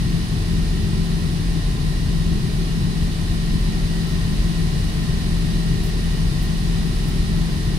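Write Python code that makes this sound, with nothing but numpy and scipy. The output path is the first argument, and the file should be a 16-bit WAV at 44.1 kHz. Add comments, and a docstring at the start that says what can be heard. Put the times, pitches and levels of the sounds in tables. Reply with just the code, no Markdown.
"""A ship's engine room, heard on a phone's two microphone ports beside a workbench vice.
From the first second a diesel throbs on multiples of its shaft speed and shakes the steel hull, filtered noise.
Motors hum in beating pairs, fans whine in fluttering tones, a casing rings and air rushes between the bulkheads.
The air flow sinks slightly, then is stronger from about 4 s on.
From 4 s a wire rope worked by hand in the vice scrapes faintly four times, in short bursts of bright grains."""
import sys
import numpy as np
from scipy import signal
from scipy.fft import rfft, irfft
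from scipy.io import wavfile

SR = 44100
rng = np.random.default_rng(int(sys.argv[2]) if len(sys.argv) > 2 else 0)


def generate_wav(signal):
    """Clip the signal to [-1, 1] and save it as 16-bit WAV at the path in sys.argv[1]."""
    frames = np.transpose(np.atleast_2d(signal))
    scaled = np.clip(frames, -1, 1) * 32767
    pcm = np.round(scaled).astype(np.int16)
    wavfile.write(sys.argv[1], SR, pcm)


N = 343098
TIME = np.arange(N) / SR
FREQ = np.maximum(np.arange(N // 2 + 1) * SR / N, 1)
TOP_HZ = 15650  # upper limit of the phone


def undb(db):
    """Decibels to gain."""
    return 10 ** (np.asarray(db) / 20)


def unit(x):
    """Scale to rms 1."""
    return x / np.sqrt(np.mean(np.abs(x) ** 2, axis=-1, keepdims=True))


def along(table):
    """Columns of a table by frequency, joined on a log axis."""
    hz, *columns = np.transpose(table)
    return np.array([np.interp(np.log(FREQ), np.log(hz), column) for column in columns])


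def white():
    """Spectra of two unrelated noises with a power of 1 per Hz."""
    return rfft(rng.standard_normal((2, N))) * np.sqrt(SR / 2)


def walk(rate_hz):
    """Smooth random wander of rms 1, up to about `rate_hz` turns a second."""
    smooth = np.exp(-(FREQ / rate_hz) ** 2 / 2)
    return unit(irfft(rfft(rng.standard_normal(N)) * smooth, N))


def tone(hz, scattered, rate_hz):
    """A steady line plus its reflections, whose sum swells and fades (complex, real part has rms 1)."""
    scattered = np.clip(scattered, 0, 1)
    echoes = unit(walk(rate_hz) + 1j * walk(rate_hz))
    strength = unit(np.sqrt(1 - scattered ** 2) + scattered * echoes)
    start_turn = rng.random()
    return np.sqrt(2) * strength * np.exp(2j * np.pi * (hz * TIME + start_turn))


def bulkheads(spectra, t60_s, share):
    """Steel walls comb the sound into close, narrow room modes, different at each port."""
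    decay = undb(-60 * TIME / t60_s)
    tail = rfft(unit(rng.standard_normal((2, N)) * decay)) / np.sqrt(N)
    share = np.clip(share, 0, 1)  # part of the power that the modes shape
    return spectra * np.sqrt(1 - share + share * np.abs(tail) ** 2)


# How alike the two microphone ports hear the room:
# f/Hz, correlation [0-1], lag of the left port [rad]
PORT_LIKENESS = [(40, .999, 0), (120, .978, .1), (190, .89, 1.2), (260, .93, .1), (380, .94, .15),
                 (500, .45, 1.9), (660, .8, .7), (860, .35, 1.4), (1050, .58, 1.5), (1500, .3, 3),
                 (3000, .1, 6)]


def turbulence(table, t60_s, share):
    """Broad roar in the room: long waves reach both ports alike, short ones largely unrelated."""
    alike, lag = along(PORT_LIKENESS)
    alike = np.clip(alike, 0, 1)
    a, b = bulkheads(white(), t60_s, share)
    left = a * np.exp(-1j * lag)
    right = alike * a + np.sqrt(1 - alike ** 2) * b
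    low_hz, high_hz = table[0][0], table[-1][0]
    edges = 1 / np.sqrt((1 + (low_hz / FREQ) ** 40) * (1 + (FREQ / high_hz) ** 40))
    return irfft(np.array([left, right]) * undb(along(table)) * edges, N)


# Lines of the diesel: multiple of the shaft speed, level/dB before the overall engine level
SHAFT_LINES = [(2, -14), (3, 1.5), (4, -18), (6, -18), (8, -19.5)]


def diesel(engine_db=-25.5, uneven_db=1.5):
    """Three firings a turn make the deep throb; unequal cylinders add other multiples of the shaft."""
    shaft_hz = 12.777
    throb = 0
    for multiple, db in SHAFT_LINES:
        throb = throb + undb(db) * tone(multiple * shaft_hz, 0.094, 3.3).real
    ports_db = np.array([[.4], [-.4]])
    return throb * undb(engine_db + uneven_db * walk(2.8) + ports_db)


# Hull and deck plates shaken by the machinery: f/Hz, left level/dB per Hz, right level/dB per Hz
HULL_RUMBLE = [(14, -66, -66), (20, -46, -50), (31.8, -46, -46), (73.3, -43, -45.5), (118.6, -46.5, -49),
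               (139, -40.5, -45), (158.7, -40.5, -48.5), (189, -54.5, -56), (208.7, -54, -45.5),
               (221, -62, -53.5), (320, -58, -59), (391, -59.5, -65), (430, -59, -69), (456, -65, -73),
               (526, -77.5, -70)]


def hull():
    """Shaken steel plates rumble as low noise, ring between the bulkheads and waver a little."""
    return turbulence(HULL_RUMBLE, 1.15, 0.32) * undb(0.53 * walk(6.5))


# Hum of the main motor, pump and blower, each with a twin that runs a little slower:
# f/Hz, level/dB midway between ports, left minus right/dB, lag of the left port [rad], twin against it/dB
MOTOR_HUMS = [(166.9, -26.7, 6.6, .9, -22.5), (211.85, -35.5, -6.5, 0.92, -15.5), (381, -49, 4.2, .2, -2.5)]


def motors(scattered=0.15, waver_hz=1.7):
    """Each hum beats slowly against its twin, with its own level and phase at the two ports."""
    beats_hz, in_step_s = .64, 0.89  # beat rate, and a moment when the twins swell together
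    slip = np.exp(-2j * np.pi * beats_hz * (TIME - in_step_s))
    hum = 0
    for hz, level_db, pan_db, lag, twin_db in MOTOR_HUMS:
        pair = 1 + undb(twin_db) * slip
        line = tone(hz, scattered, waver_hz) * pair * undb(level_db)
        left = undb(pan_db / 2) * line * np.exp(-1j * lag)
        right = undb(-pan_db / 2) * line
        hum = hum + np.array([left, right]).real
    return hum


# Whine of fan blades and gears, before the drift of the flow: f/Hz, left level/dB, right level/dB
FAN_WHINES = [(1028.1, -54, -56), (1324, -64, -62), (1855, -57, -62), (1931, -60, -56), (2906, -59, -60),
              (3352, -62, -63), (4080, -57, -50), (4175, -61, -62), (4549, -60, -64), (4779, -60, -64),
              (5023, -64, -60), (5191, -63, -60), (6686, -67, -76), (9507, -80, -65), (10341, -76, -65)]


def fans():
    """Blade and gear tones; the higher the tone, the faster it flutters, separately at each port."""
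    scattered, flutter = .88, .0014  # flutter rate as a part of the tone's frequency
    whine = 0
    for hz, *ports_db in FAN_WHINES:
        ports = [undb(db) * tone(hz, scattered, flutter * hz).real for db in ports_db]
        whine = whine + np.array(ports)
    return whine


# Resonance of a machine casing: f/Hz, width of each of two equal stages [Hz], level/dB before flow and rattle
COVER_RING = (1876, 207, -46)


def casing(rattle_db=0.3):
    """A steel cover, shaken without pause, rings in one broad resonance."""
    hz, width_hz, db = COVER_RING
    resonance = 1 / (1 + 1j * (FREQ / hz - hz / FREQ) * hz / width_hz) ** 2
    shaking = bulkheads(white(), .45, .35)
    return unit(irfft(shaking * resonance, N)) * undb(db + rattle_db * walk(18))


# Air driven through the ventilation ducts, before the drift of the flow:
# f/Hz, left level/dB per Hz, right level/dB per Hz
DUCT_AIR = [(475, -71.5, -77), (570, -75.5, -71), (757, -68.5, -70), (930, -75.5, -73.5),
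            (976, -70.5, -73.5), (1190, -75, -73), (1590, -74, -75), (2320, -77, -74), (3074, -71.5, -71),
            (3140, -79, -75), (3660, -72.5, -71.5), (5100, -74.5, -72.5), (5290, -70.5, -71.5)]
# Hiss of the turbocharger and grilles, before the drift of the flow:
# f/Hz, left level/dB per Hz, right level/dB per Hz
GRILLE_HISS = [(5780, -79.5, -75), (6530, -78, -82), (7220, -86.5, -84), (8280, -83.5, -77.5),
               (9200, -88, -83.5), (9500, -85.5, -76.5), (10350, -88, -78.5), (10740, -94, -81),
               (12160, -93.5, -86), (14000, -93, -95), (15500, -106, -92)]


def rushing_air():
    """Turbulent air roars in the ducts and hisses higher up, where the room rings more briefly."""
    return turbulence(DUCT_AIR, .3, .4) + turbulence(GRILLE_HISS, .12, .45)


# Drift of the air flow: t/s, level/dB
AIR_FLOW = [(0, -0.04), (2.2, -.5), (3.2, -0.2), (4, .5), (5.8, .5), (7.78, .2)]


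def flow_drift_db():
    """Slow change of the flow level, joined by straight lines in dB."""
    return np.interp(TIME, *np.transpose(AIR_FLOW))


# Wire strands scrape past each other: start t/s, peak level/dB at the right port, length [s]
WIRE_SCRAPES = [(4.068, -49, .055), (5.829, -40, .05), (6.42, -38, .034), (7.075, -42, .032)]


def wire_rope(low_hz=8600, left_db=-9):
    """Strands catch and slip: short bursts of fine, bright grains, weaker at the left port."""
    rub = 0
    for start, db, length in WIRE_SCRAPES:
        age = np.maximum(TIME - start, 0) / (length / 3)
        rub = rub + undb(db) * age * np.exp(1 - age)  # peaks a third of the way in
    bright = 1 / np.sqrt((1 + (low_hz / FREQ) ** 8) * (1 + (FREQ / TOP_HZ) ** 20))
    grains = unit(irfft(white() * bright, N) * undb(4 * walk(300)))
    return grains * rub * undb([[left_db], [0]])


def scene():
    """All machines run at constant speed; the flow moves air and fans, and the casing about twice as far in dB."""
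    flow_db = flow_drift_db()
    machines = diesel() + hull() + motors()
    ventilation = (fans() + rushing_air()) * undb(flow_db)
    return machines + ventilation + casing() * undb(2.1 * flow_db) + wire_rope()


def record(dry):
    """The phone cuts the top with a steep low-pass."""
    low_pass = signal.ellip(10, .1, 80, TOP_HZ, fs=SR, output="sos")
    return signal.sosfilt(low_pass, dry)


dry = scene()
out = record(dry)
generate_wav(out)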